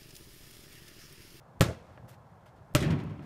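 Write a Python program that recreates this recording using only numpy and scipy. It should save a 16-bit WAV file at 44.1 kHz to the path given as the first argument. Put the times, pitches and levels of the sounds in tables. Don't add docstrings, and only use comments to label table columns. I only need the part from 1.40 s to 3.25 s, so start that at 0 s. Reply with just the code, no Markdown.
import sys
import numpy as np
from scipy import signal
from scipy.io import wavfile

SR = 44100
rng = np.random.default_rng(int(sys.argv[2]) if len(sys.argv) > 2 else 0)


def to_wav(s):
    ch = np.atleast_2d(s).T
    pcm = np.round(np.clip(ch, -1, 1) * 32767)
    wavfile.write(sys.argv[1], SR, pcm.astype(np.int16))


def how_loud(loudness_db):
    steps = np.asarray(loudness_db, float) / 20
    return 10 ** steps


N = 81585
TIME = np.arange(N) / SR
BANDS_HZ = 24 * 2 ** np.arange(0, 9.4, 1 / 3)


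def rms_one(x):
    return x / np.sqrt(np.mean(x ** 2) + 1e-20)


def at_hz(points, hz):
    table = np.array(points)
    return np.interp(np.log(hz), np.log(table[:, 0]), table[:, 1])


def drift(rate_hz):
    r = np.exp(-2 * np.pi * rate_hz / SR)
    noise = rng.standard_normal(N + SR // 4)
    return rms_one(signal.lfilter([1], [1, -2 * r, r * r], noise)[-N:])


def ring(clicks, hz, t60_s):
    r = how_loud(-60 / (t60_s * SR))
    w = 2 * np.pi * hz / SR
    return signal.lfilter([0, np.sin(w)], [1, -2 * r * np.cos(w), r * r], clicks + 1e-18)


def bands(spectrum):
    white = rng.standard_normal((2, N + SR // 2))
    edge = 2 ** (1 / 6)
    rows = []
    for k, hz in enumerate(BANDS_HZ):
        band = signal.butter(2, [hz / edge, hz * edge], "band", fs=SR, output="sos")
        rows.append(how_loud(at_hz(spectrum, hz)) * signal.sosfilt(band, white[k % 2])[-N:])
    out = np.array(rows)
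    return out / np.sqrt(np.mean(out.sum(axis=0) ** 2))


def dying(start_s, t60_s):
    return (TIME >= start_s) * how_loud(-60 * np.maximum(TIME - start_s, 0) / t60_s)


def tilt(db_per_octave):
    return how_loud(db_per_octave * np.log2(BANDS_HZ / 4000))[:, None]


def later(x, lag_s):
    return np.interp(TIME - lag_s, TIME, x, left=0)


def clumps():
    flicker = np.repeat([drift(90) for octave in range(10)], repeats=3, axis=0)
    return how_loud(1.6 * flicker[:len(BANDS_HZ)])


def ball():
    # start_s, level_db, thump_hz, trailer_echo_lag_s, trailer_echo_db
    bounces = [
        (.20896, -6.5, 113.1, .0075, 0),
        (1.35044, -8, 127.4, .00675, -2),
    ]
    # pitch_hz, level_db per Hz
    puff_color = [(180, -30), (300, -7), (1110, -23), (1420, -14.5), (2980, -19.5), (7250, -17),
                  (13100, -25.5), (15500, -18)]
    # pitch_hz, level_db per Hz
    scatter_color = [(29, -33), (50, -1), (116, -3), (565, -14.5), (913, -25.5), (1190, -16.5), (1410, -19),
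                     (5930, -28), (15500, -43.5)]
    far_wall_lag_s = (.3670, .4432)
    puff = bands(puff_color).sum(axis=0)
    scatter = bands(scatter_color) * clumps()
    wall_band = signal.butter(2, (400, 2200), "band", fs=SR, output="sos")
    echo_cut = signal.butter(1, 177, "high", fs=SR)
    out = np.zeros(N)
    for k, (start_s, level_db, thump_hz, lag_s, echo_db) in enumerate(bounces):
        slap = ball_slap(start_s)
        body = how_loud(level_db) * ball_body(k, start_s, thump_hz, puff)
        trailer_echo = how_loud(echo_db) * later(signal.lfilter(*echo_cut, body), lag_s)
        out += slap + body + trailer_echo + house_echoes(body)
        out += how_loud(level_db) * street_scatter(start_s, scatter)
        far_sound = later(slap + how_loud(5) * body, far_wall_lag_s[k])
        out += how_loud(-31) * signal.sosfilt(wall_band, far_sound)
    return out


def ball_slap(start_s):
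    width_s, opposite_lag_s, opposite_share = .000023, .00017, .4
    slap = -how_loud(-3.6) * np.exp(-((TIME - start_s) / width_s) ** 2 / 2)
    return slap - opposite_share * later(slap, opposite_lag_s)


def ball_body(bounce, start_s, thump_hz, puff):
    # pitch_hz, first_bounce_db, second_bounce_db, t60_s
    ball_modes = [(95, -19, -22, 0.041), (169.8, -11, -35, 0.086), (283, -15, -9.5, .04),
                  (410, -18.5, -56, .04), (524, -16.5, -45, .05), (598, -19, -16, 0.07),
                  (800, -24.5, -43, .03), (1046, -30, -30, 0.054), (1158, -24.5, -26.5, .05),
                  (1314, -20, -16.5, .04), (1675, -21, -47, 0.09), (1850, -28.5, -60, 0.042),
                  (2396, -25, -18.5, 0.016), (2777, -25.5, -19.5, 0.021)]
    squash_s = 0.00042
    click = np.zeros(N)
    click[int((start_s + squash_s) * SR)] = 1
    body = how_loud(-3.5) * ring(click, thump_hz, 0.091)
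    for row in ball_modes:
        body += how_loud(row[1 + bounce]) * ring(click, row[0], row[3])
    puff_hold_s, puff_t60_s = .004, 0.039
    puff_fall_db = -60 * np.maximum(TIME - start_s - puff_hold_s, 0) / puff_t60_s
    return body + how_loud(-20.5) * puff * (TIME > start_s) * how_loud(puff_fall_db)


def house_echoes(body):
    # lag_s, level_db
    fronts = [
        (.052, -15),
        (.078, -16.5),
        (.101, -19.5),
    ]
    dull = signal.sosfilt(signal.butter(2, 690, fs=SR, output="sos"), body)
    return sum(how_loud(db) * later(dull, lag_s) for lag_s, db in fronts)


def street_scatter(start_s, scatter):
    # pitch_hz, t60_s
    scatter_t60 = [(60, 0.56), (300, 0.36), (600, 0.72), (1000, 0.34), (3000, 0.27), (8000, .25),
                   (15000, 0.24)]
    scatter_db, linger_db, linger_t60_s = -18.5, -47.5, 1.26
    houses_s, houses_fade_s, houses_fall_db = 0.135, 0.013, -8
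    low = 1 / (1 + (BANDS_HZ[:, None] / 900) ** 2)
    past = np.clip((TIME - start_s - houses_s) / houses_fade_s, 0, 1)
    fall = dying(start_s, at_hz(scatter_t60, BANDS_HZ)[:, None])
    near = scatter * fall * how_loud(houses_fall_db * past * low)
    linger = scatter * (1 - low) * tilt(-2.5) * dying(start_s, linger_t60_s)
    return (how_loud(scatter_db) * near + how_loud(linger_db) * linger).sum(axis=0)


def trailer():
    # time_s, level_db
    shakes = [
        (1.39, -39),
        (1.398, -43),
        (1.422, -26),
        (1.488, -26.5),
        (1.514, -24.5),
        (1.628, -34.5),
        (1.644, -34),
        (1.85, -42),
    ]
    time_s, level_db = np.transpose(shakes)
    shake_db = np.interp(TIME, time_s, level_db)
    started = np.clip((TIME - time_s[0]) / 0.018, 0, 1)
    peak_db = level_db.max()
    buzz_db = peak_db + 1.07 * (shake_db - peak_db) - 17.5
    return panels(started * how_loud(shake_db - 2.5)) + started * how_loud(buzz_db) * trim_buzz() + trim_knocks()


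def panels(shake):
    # pitch_hz, level_db, t60_s
    panel_modes = [(75, -6, 0.12), (102, -3.5, 0.3), (144.7, -2, 0.18), (164.8, -2.5, 0.21), (224, -6, .18),
                   (287, -6, 0.061), (376, -15, .2), (449, -22.5, 0.17), (569, -21, 0.11), (957, -22, 0.13),
                   (1082, -24, 0.12), (1340, -30.5, 0.053)]
    # time_s, level_db
    jolts = [(1.411, -26.5), (1.452, -27), (1.495, -24), (1.52, -29.5), (1.555, -38.5), (1.601, -37),
             (1.644, -31), (1.672, -36), (1.705, -35), (1.738, -40), (1.8, -44)]
    time_s, jolt_db = np.transpose(jolts)
    spread_db = rng.normal(0, 2, (len(time_s), len(panel_modes)))
    tremor, struck = np.zeros(N), np.zeros(N)
    for k, (hz, db, t60_s) in enumerate(panel_modes):
        push = rng.standard_normal(N) * how_loud(4 * drift(30))
        tremor += how_loud(db) * rms_one(ring(push, hz, t60_s))
        clicks = np.zeros(N)
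        clicks[(time_s * SR).astype(int)] = how_loud(jolt_db + db + spread_db[:, k]) * (-1) ** k
        struck += ring(clicks, hz, t60_s)
    return shake * rms_one(tremor) + struck


def trim_buzz():
    # pitch_hz, level_db per Hz
    buzz_color = [(120, -45), (200, -10), (231, -4), (479, -21), (575, -11), (769, -14.5), (2510, -22.5),
                  (15500, -69)]
    return bands(buzz_color).sum(axis=0) * how_loud(1.1 * drift(40))


def trim_knocks():
    # start_s, level_db, t60_s, brightness_db_per_octave
    knocks = [
        (1.404, -35.5, 0.14, 4.9),
        (1.424, -37, 0.28, 0.8),
        (1.504, -40, 0.15, 2.3),
        (1.587, -52.5, 0.12, 3),
        (1.599, -55, 0.16, -1),
        (1.636, -70, 0.045, 18),
        (1.695, -59.5, 0.16, 2.5),
    ]
    # pitch_hz, level_db per Hz
    knock_color = [(180, -23), (300, -1.5), (794, -26.5), (1750, -8.5), (2070, -10.5), (2830, -14),
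                   (3690, -19.5), (12100, -39.5), (15500, -43)]
    noise = bands(knock_color) * clumps()
    out = np.zeros(N)
    for start_s, db, t60_s, bright in knocks:
        band_t60_s = t60_s * (4000 / BANDS_HZ[:, None]) ** 0.31
        burst = (noise * tilt(bright) * dying(start_s, band_t60_s)).sum(axis=0)
        out += how_loud(db) * burst * np.clip((TIME - start_s) / 0.0017, 0, 1)
    return out


def shoes():
    # start_s, length_s, level_db, brightness_db_per_octave
    scuffs = [
        (.682, .018, -68, 4.5),
        (.675, .07, -64.5, -5.5),
        (1.056, .008, -74, .3),
        (1.056, .035, -69, -8),
        (1.155, .03, -74, -6),
        (1.82, .03, -66, -6),
        (.44, .12, -73, -8),
    ]
    # start_s, level_db
    ticks = [
        (.196, -62),
        (1.338, -58),
    ]
    rise_s, fade_s = .006, .012
    grit = bands([(300, -30), (1500, 0), (15000, -3)]) * how_loud(1.5 * drift(200))
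    out = np.zeros(N)
    for start_s, length_s, db, bright in scuffs:
        rise = np.clip((TIME - start_s) / rise_s, 0, 1)
        fade = np.exp(-np.maximum(TIME - start_s - length_s, 0) / fade_s)
        out += how_loud(db) * (grit * tilt(bright)).sum(axis=0) * rise * fade
    for start_s, db in ticks:
        out += how_loud(db) * (grit * tilt(3)).sum(axis=0) * dying(start_s, .015)
    return out


def street():
    # pitch_hz, level_db per Hz
    traffic_color = [(25, -5), (70, 2), (120, 5), (300, -15.5), (720, -9), (1500, -20.5), (2300, -34.5),
                     (15500, -49.5)]
    # time_s, level_db
    gusts = [
        [(0.0, -65), (0.106, -61), (0.388, -57.5), (0.68, -58.5), (0.838, -63.5), (1.098, -63), (1.32, -59)],
    ]
    time_s, db = np.transpose(gusts[0])
    gust_db = np.interp(TIME, time_s, db - db.mean()) + 2.3 * drift(25)
    low = 1 / (1 + (BANDS_HZ[:, None] / 300) ** 2)
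    hum = bands(traffic_color) * how_loud(gust_db * low + 0.4 * drift(6.4))
    return how_loud(-52.5) * hum.sum(axis=0)


def scene():
    return (ball() + trailer() + shoes() + street())[None]


def roll_off(x):
    return signal.sosfilt(signal.butter(12, 15920, fs=SR, output="sos"), x)


def record(dry):
    rumble_cut = signal.butter(1, 70, "high", fs=SR, output="sos")
    top_cut = signal.cheby2(10, 40, 15950, fs=SR, output="sos")
    mix = signal.sosfiltfilt(top_cut, signal.sosfiltfilt(rumble_cut, dry))
    return roll_off(mix)


dry = scene()
out = record(dry)
to_wav(out)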